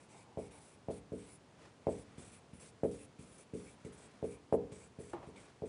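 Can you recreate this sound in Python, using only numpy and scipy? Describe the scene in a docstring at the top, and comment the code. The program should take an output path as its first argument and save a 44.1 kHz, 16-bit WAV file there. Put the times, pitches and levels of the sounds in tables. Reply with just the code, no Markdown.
"""A felt marker writes on a large wall whiteboard in a quiet room that hums faintly throughout.
From the start the felt hisses, thin and grainy, stroke by stroke, and the hand slides softly on the panel.
Soon each landing of the tip knocks the panel, which booms briefly; some strokes judder into a faint squeak.
A sleeve brushes at times, also under the writing: crinkling noise in smooth swells, coloured as cloth.
Near the end something hollow knocks close by and rebounds: short modes with a dense clatter.
"""
import sys
import numpy as np
from scipy import signal
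from scipy.fft import rfft, irfft
from scipy.io import wavfile
from scipy.ndimage import map_coordinates

SR = 44100
rng = np.random.default_rng(int(sys.argv[2]) if len(sys.argv) > 2 else 0)


def file_out(sig):
    """Save sig as 16-bit WAV at sys.argv[1]."""
    # one column per channel
    cols = np.atleast_2d(sig).T
    # limit, then scale
    lim = np.clip(cols, -1, 1)
    pcm = np.round(lim * 32767).astype(np.int16)
    wavfile.write(sys.argv[1], SR, pcm)


N = 250488
TIME = np.arange(N) / SR
CUTOFF_HZ = 10350  # top of the finished sound


def from_db(db):
    """Decibels to gain."""
    return 10 ** (np.asarray(db) / 20)


def rms_one(x):
    """Scale to unit power."""
    return x / np.sqrt(np.mean(x ** 2) + 1e-20)


def coloured(x, spectrum):
    """Give a steady sound a spectrum of (f/Hz, relative level/dB) points, joined on a log axis; rms 1."""
    hz, db = np.transpose(spectrum)
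    bins = np.maximum(np.fft.rfftfreq(len(x), 1 / SR), 1)
    gain = from_db(np.interp(np.log(bins), np.log(hz), db))
    return rms_one(irfft(rfft(x) * gain, len(x)))


def drift(rate, size=N):
    """Smooth chance with spread 1, through `rate` random points per second."""
    knots = rng.standard_normal(4000)
    places = np.arange(size) / SR * rate
    return rms_one(map_coordinates(knots, [places], order=2, mode="wrap"))


def narrow_noise(centre_hz, width_hz):
    """Noise in one resonance: slow complex noise shifted up to the centre; rms 1."""
    sos = signal.butter(2, width_hz / 2, fs=SR, output="sos")
    slow = signal.sosfilt(sos, rng.standard_normal(N) + 1j * rng.standard_normal(N))
    return rms_one(np.real(slow * np.exp(2j * np.pi * centre_hz * TIME)))


def fade(start, end, rise_s, fall_s):
    """A gate with soft edges, half open at start and end."""
    opening = np.clip((TIME - start) / rise_s + .5, 0, 1)
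    closing = np.clip((end - TIME) / fall_s + .5, 0, 1)
    return opening * closing


def die_away(s, decay_s):
    """A sudden onset that falls exponentially, to 1/e in decay_s."""
    return (TIME > s) * np.exp(-np.clip(TIME - s, 0, 1) / decay_s)


def swells(rows):
    """Movements that grow and die away as bells, down to 1/e at the half-length."""
    total = 0
    for s, half_s, db in rows:
        bell = np.exp(-np.minimum(((TIME - s) / half_s) ** 2, 50))
        total = total + from_db(db) * bell
    return total


def push(s, hz):
    """Pressure from a short smooth push: the second derivative of a bell, its spectrum peaking at hz."""
    u = np.minimum((np.pi * hz * (TIME - s)) ** 2, 50)
    return (2 * u - 1) * np.exp(-u)


def resonate(x, hz, width_hz):
    """One resonance with gain 1 on top."""
    return signal.lfilter(*signal.iirpeak(hz, hz / width_hz, fs=SR), x + 1e-18)


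def ring(force, modes, delay_s, build_s):
    """Damped modes that start after a delay and build up as the waves come back from the edges."""
    t = np.maximum(TIME[:SR] - delay_s, 0)
    response = 0
    for k, (hz, db, t60) in enumerate(modes):
        mode = from_db(db - 60 * t / t60) * np.sin(2 * np.pi * hz * t)
        response = response + mode * (-1) ** k  # neighbours ring in opposite sense
    return signal.fftconvolve(force, response * (1 - np.exp(-t / build_s)))[:N]


# murmur of the room: f/Hz, relative level/dB
AIR_SPECTRUM = [(15, -50), (25, -28), (48, -11), (126, 1.5), (345, -5), (433, -4), (586, -7.5), (682, -9.5),
                (946, -10.5), (1070, -12.5), (1190, -14), (1870, -18), (2180, -18.5), (3890, -23),
                (10400, -29.5), (13500, -73), (22000, -120)]
AIR_DB = -62.7


def air():
    """The steady murmur of the room: coloured noise."""
    return from_db(AIR_DB) * coloured(rng.standard_normal(N), AIR_SPECTRUM)


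# diffuse tail of the room, by octave: centre f/Hz, relative level/dB, t60/s
ROOM_TAIL = [(68.7, -7.5, 0.72), (158, -16, 0.9), (301, -9.5, 0.42), (688, -8.5, 0.27), (1270, -21, 0.75),
             (2580, -17.5, 0.35)]


def room(x, delay_s=0.0046, level_db=-23.0):
    """A diffuse tail: octaves of noise that each die at their own rate."""
    t, tail = np.maximum(TIME[:SR] - delay_s, 0), 0
    for hz, db, t60 in ROOM_TAIL:
        sos = signal.butter(2, [hz / np.sqrt(2), hz * np.sqrt(2)], "band", fs=SR, output="sos")
        dying = rng.standard_normal(SR) * (t > 0) * from_db(db - 60 * t / t60)
        tail = tail + signal.sosfilt(sos, dying)
    return signal.fftconvolve(x, tail * from_db(level_db))[:N]


# first reflections from floor, ceiling and walls: delay t/s, level/dB
FIRST_ECHOES = [(0.0107, -12.5), (.0131, -7.5), (0.0169, -14.5), (.0217, -7.5), (0.0295, -22.5)]


def reflections(x):
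    """The nearest surfaces send the knock back a few times."""
    return sum(from_db(db) * np.interp(TIME - delay, TIME, x, left=0) for delay, db in FIRST_ECHOES)


# brushes of the sleeve: middle t/s, half-length t/s, level/dB
SLEEVE_BRUSHES = [(1.64, 0.055, -61), (2.15, 0.35, -67), (4.02, 0.32, -64.5), (5.25, 0.031, -66),
                  (5.43, 0.13, -64.5)]
# colour of the cloth: f/Hz, relative level/dB
CLOTH_SPECTRUM = [(80, 9), (300, 8.5), (1000, 4.5), (2300, -1.5), (4000, -6.5), (7000, -10.5), (10500, -13)]


def sleeve():
    """Cloth brushes as the arm moves on: crinkling noise under smooth swells."""
    crinkle = from_db(1.5 * drift(120))
    return swells(SLEEVE_BRUSHES) * coloured(rng.standard_normal(N) * crinkle, CLOTH_SPECTRUM)


# slides of the hand on the panel: middle t/s, half-length t/s, level/dB
HAND_SLIDES = [(.16, 0.048, -66), (.34, 0.18, -67), (.58, 0.074, -68.5)]


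def hand_slide():
    """The side of the hand rubs softly along the panel, a resonant band of noise."""
    return swells(HAND_SLIDES) * narrow_noise(centre_hz=843, width_hz=310)


# a hollow knock close by and its rebound: t/s, relative level/dB
HOLLOW_KNOCKS = [(5.1325, -38), (5.228, -54.5)]
# modes of the hollow thing: f/Hz, relative level/dB, t60/s
HOLLOW_MODES = [(341, 3, 0.12), (368, -1, 0.095), (503, -8, 0.057), (584, -5.5, 0.065), (740, -8, 0.064),
                (917, -4, 0.087), (980, -10, 0.027), (1090, -12, 0.055), (1390, -2, 0.022),
                (1720, -13, 0.034), (2030, -16, 0.039)]


def hollow_knock(body_db=-0.5, clatter_db=-13.0, clatter_t60_s=0.077, tail_db=-8.5, tail_t60_s=0.47):
    """A hard knock: a few short modes, a dense clatter and its own tail in the room."""
    clicks, envelope = np.zeros(N), 0
    for s, db in HOLLOW_KNOCKS:
        clicks[round(s * SR)] = from_db(db)
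        t = np.clip(TIME - s, 0, 1)
        clatter_fall = from_db(clatter_db - 60 * t / clatter_t60_s)
        tail_fall = from_db(tail_db - 60 * t / tail_t60_s)
        envelope = envelope + from_db(db) * (t > 0) * (clatter_fall + tail_fall)
    clatter = coloured(rng.standard_normal(N), [
        (150, -7), (330, -2), (500, -3.5), (750, -1), (1100, -6.5),
        (1500, -18), (2200, -19.5), (4000, -33.5), (9000, -47)])
    body = from_db(body_db) * ring(clicks, HOLLOW_MODES, delay_s=0, build_s=0.00076)
    return body + envelope * clatter


# the tip judders and half squeaks: t/s, length t/s, f/Hz, level/dB
TIP_JUDDERS = [(0.097, 0.15, 2230, -73), (0.392, 0.21, 2256, -75), (1.186, 0.17, 2180, -77),
               (2.986, 0.052, 2540, -72), (3.255, 0.03, 2400, -77), (3.666, 0.028, 2360, -66),
               (4.247, 0.14, 2340, -75), (4.807, 0.047, 2330, -70), (5.361, 0.025, 2250, -60),
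               (5.424, 0.066, 2390, -72.5)]


def judders(width_hz=240):
    """The juddering tip gives a rough, faint squeak: noise gathered round one pitch."""
    total = 0
    for s, length, hz, db in TIP_JUDDERS:
        total = total + from_db(db) * fade(s, s + length, 0.0064, 0.059) * narrow_noise(hz, width_hz)
    return total


# sweeps of the pen, each from a landing or turn to the next turn or lift:
# t/s, length t/s, relative level/dB, upper minus lower tip resonance level/dB
PEN_SWEEPS = [(0, 0.067, -73.5, -1), (0.089, 0.088, -70, -11), (.15, 0.095, -69.5, -3),
              (0.381, 0.11, -69, 2), (0.509, 0.1, -68.5, 4), (0.594, 0.17, -70, 5),
              (0.902, 0.094, -66.5, 3), (1.124, 0.12, -72.5, 6), (1.176, 0.094, -68.5, 1),
              (1.26, 0.11, -68, 6), (1.886, 0.1, -65.5, -9), (1.958, 0.076, -66.5, -4),
              (2.177, 0.14, -67, -1), (2.316, 0.073, -66, 14), (2.53, 0.068, -72.5, 8),
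              (2.594, 0.11, -64, -1), (2.834, 0.082, -70, 3), (2.91, 0.079, -65.5, 1),
              (2.982, 0.081, -67, 4), (3.188, 0.074, -67.5, 0), (3.257, 0.13, -69, 3),
              (3.378, 0.063, -67.5, 1), (3.536, 0.13, -68, -2), (3.628, 0.12, -68.5, 2),
              (3.848, .047, -68, -7), (3.923, 0.044, -67.5, 17), (3.968, 0.11, -67, -6),
              (4.239, 0.072, -68.5, -3), (4.3, 0.066, -68, -3), (4.523, 0.041, -69.5, 2),
              (4.717, 0.067, -65, -15), (4.78, 0.1, -67, -5), (4.988, 0.14, -69, -3),
              (5.083, .065, -67, -6), (5.264, .05, -76, -4), (5.359, 0.11, -68.5, -9),
              (5.654, 0.087, -69.5, -7)]
# loudness at a turn as a share of the peak; skew of the arch (1 = peak midway, less = earlier)
TURN_SHARE, SWEEP_SKEW = 0.56, 0.57
TOUCH_S, LIFT_S = .006, .026  # the felt comes down and leaves the board
# scrape of a medium sweep, and its rise in dB per dB of sweep level
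MEDIUM_STROKE_DB, SCRAPE_DB, SCRAPE_FOLLOWS = -67, -65, 1
BITE_DB, BITE_S = -66, 0.009  # extra scrape when the felt has just come down


def pen_motion():
    """Gains of both tip resonances and the scrape: a sweep is an arch of speed, a fresh landing bites."""
    lower, upper, scrape = np.zeros((3, N))
    lifted_s = -1
    for s, length, db, lean_db in PEN_SWEEPS:
        progress = np.clip((TIME - s) / length, 0, 1)
        arch = TURN_SHARE + (1 - TURN_SHARE) * np.sin(np.pi * progress ** SWEEP_SKEW)
        sweep = arch * fade(s, s + length, TOUCH_S, LIFT_S)
        lower_gain = from_db(db) / np.hypot(1, from_db(lean_db))  # the two share the power
        scrape_db = SCRAPE_DB + SCRAPE_FOLLOWS * (db - MEDIUM_STROKE_DB)
        lower = np.maximum(lower, lower_gain * sweep)
        upper = np.maximum(upper, lower_gain * from_db(lean_db) * sweep)
        scrape = np.maximum(scrape, from_db(scrape_db) * sweep)
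        if s - lifted_s > LIFT_S / 2:  # a landing, not a turn
            scrape = scrape + from_db(BITE_DB) * die_away(s, BITE_S)
        lifted_s = s + length
    return lower, upper, scrape


def patchy(x, depth_db, shifts_per_s, count=22, size=256):
    """Neighbouring bands of a rubbing sound rise and sink on their own, so its colour keeps shifting."""
    hz, s, frames = signal.stft(x, SR, nperseg=size)
    chance = rng.standard_normal((count, 200))  # bands by moments
    places = np.meshgrid(hz / CUTOFF_HZ * count, s * shifts_per_s, indexing="ij")
    gain_db = depth_db * map_coordinates(chance, places, order=2, mode="mirror")
    return signal.istft(frames * from_db(gain_db), SR, nperseg=size)[1][:len(x)]


# hiss of the felt: f/Hz, relative level/dB
HISS_SPECTRUM = [(3000, -14), (4500, -4.5), (5900, -1.5), (7000, -1.5), (7700, 4), (9000, -1), (10300, -3)]
# scrape on the panel: f/Hz, relative level/dB
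SCRAPE_SPECTRUM = [(60, -1), (130, -1), (450, 16), (800, 1.5), (1200, 3), (1800, -1), (2400, 5.5),
                   (3000, -2), (3500, 0), (4500, -9.5), (7000, -12), (10500, -35.5)]


def strokes(grain_db=1.0, flutter_db=1.03, trade_db=1.5, trades_per_s=30,
            hiss_db=5.5, lower_db=-3.0, upper_db=1.5):
    """Felt fibres catch and slip: grainy hiss, two tip resonances that trade level, and a panel scrape."""
    lower, upper, scrape = pen_motion()
    trade = trade_db * drift(trades_per_s)  # as the pen turns
    slips = rng.standard_normal((2, N)) * from_db(grain_db * drift(650))
    lower_tip = from_db(lower_db - trade) * lower * narrow_noise(8350, 1300)
    upper_tip = from_db(upper_db + trade) * upper * narrow_noise(9750, 1200)
    felt = from_db(hiss_db) * (lower + upper) / 2 * coloured(slips[0], HISS_SPECTRUM)
    rubbing = lower_tip + upper_tip + felt + scrape * coloured(slips[1], SCRAPE_SPECTRUM)
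    return from_db(flutter_db * drift(70)) * patchy(rubbing, depth_db=2.0, shifts_per_s=12)


# modes of the panel: f/Hz, relative level/dB, t60/s
PANEL_MODES = [(65, -29.5, 0.37), (86, -22, 0.49), (111.2, -26.5, 0.24), (145, -19, 0.35),
               (182.3, -2, 0.46), (220.9, -4.5, 0.3), (239.7, -2.5, 0.23), (252.8, -8, 0.44),
               (289, -8.5, 0.55), (336.6, -8.5, 0.28), (380, -8, 0.056), (408.3, 8, 0.1),
               (446.2, 2.5, 0.12), (470.8, -0.5, 0.25), (523.7, -12, 0.38), (553, 1, 0.063),
               (625, -7.5, 0.17), (690, -1, 0.13), (762, -17.5, 0.35), (905, -27, 0.4), (866, -25, 0.6),
               (990, -35.5, 0.27), (1150, -42, .15)]


def panel_ring(force, coupling_db=-39.5):
    """Bending waves spread over the panel and set its modes going."""
    return from_db(coupling_db) * ring(force, PANEL_MODES, delay_s=0.0023, build_s=0.0027)


# landings of the marker: t/s, strength level/dB, contact f/Hz (firm = high),
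# panel drive against the knock level/dB, f/Hz favoured by that spot of the panel
LANDINGS = [(0.374, -31, 477, -3, 626), (0.886, -28.5, 470, -4.5, 644), (1.121, -35, 347, -1.5, 587),
            (1.8701, -20.5, 485, -7, 590), (2.182, -45, 290, -18, 218), (2.534, -49.5, 224, -21, 220),
            (2.835, -21, 411, -7, 517), (3.193, -48.5, 265, -8, 220), (3.5367, -36, 308, -3.5, 466),
            (3.85, -43.5, 310, -2, 476), (4.228, -30, 434, -3, 467), (4.5265, -18, 502, -4.5, 484),
            (4.722, -46, 383, -5, 400), (4.988, -42, 406, -3, 400), (5.274, -49, 330, -1.5, 388),
            (5.622, -34.5, 470, -1, 430)]
# levels for a medium tap, and their rise in dB per dB of strength
MEDIUM_TAP_DB = -30
FLEX_DB, FLEX_FOLLOWS = -35.5, 0.43
TICK_DB, TICK_FOLLOWS = -62, 0.82
SNAP_DB, SNAP_FOLLOWS, SNAP_HZ = -55, 1.1, 1260  # the hard holder behind the felt


def taps(flex_hz=125, flex_lag_s=0.0022, spot_db=-3.0, spot_width_hz=170, room_db=-3.0,
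         tick_decay_s=0.015):
    """A landing is a knock with a snap, a slower flex of the board, their ringing and a plastic tick."""
    knocks = force = flex = ticks = 0
    for s, db, hz, ring_db, spot_hz in LANDINGS:
        pulse, harder_db = push(s, hz), db - MEDIUM_TAP_DB
        # each spot drives some modes best
        favoured = from_db(spot_db) * resonate(pulse, spot_hz, spot_width_hz)
        snap = from_db(SNAP_DB + SNAP_FOLLOWS * harder_db) * push(s, SNAP_HZ)
        knocks = knocks + from_db(db) * (pulse + .5 * favoured) + snap
        force = force + from_db(db + ring_db) * (0.82 * pulse + favoured)
        flex = flex - from_db(FLEX_DB + FLEX_FOLLOWS * harder_db) * push(s + flex_lag_s, flex_hz)
        ticks = ticks + from_db(TICK_DB + TICK_FOLLOWS * harder_db) * die_away(s, tick_decay_s)
    plastic = [(300, 8.0), (1500, -0.5), (2500, -1.0), (4000, -19.5), (9000, -13)]
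    tick = ticks * coloured(rng.standard_normal(N), plastic)
    direct = knocks + flex + tick
    ringing = panel_ring(force + 0.065 * flex)
    tail = from_db(room_db) * room(direct + 0.73 * ringing)
    return direct + ringing + reflections(knocks) + tail


def scene():
    """Everything as heard by one microphone near the writer."""
    background = air() + sleeve() + hand_slide() + hollow_knock()
    writing = judders() + strokes() + taps()
    return (background + writing)[None]


def record(dry):
    """The deepest bass is thinned and the top is cut."""
    thin = signal.sosfilt(signal.butter(3, 50, "high", fs=SR, output="sos"), dry)
    return signal.sosfilt(signal.ellip(12, .1, 70, CUTOFF_HZ, fs=SR, output="sos"), thin)


dry = scene()
out = record(dry)
file_out(out)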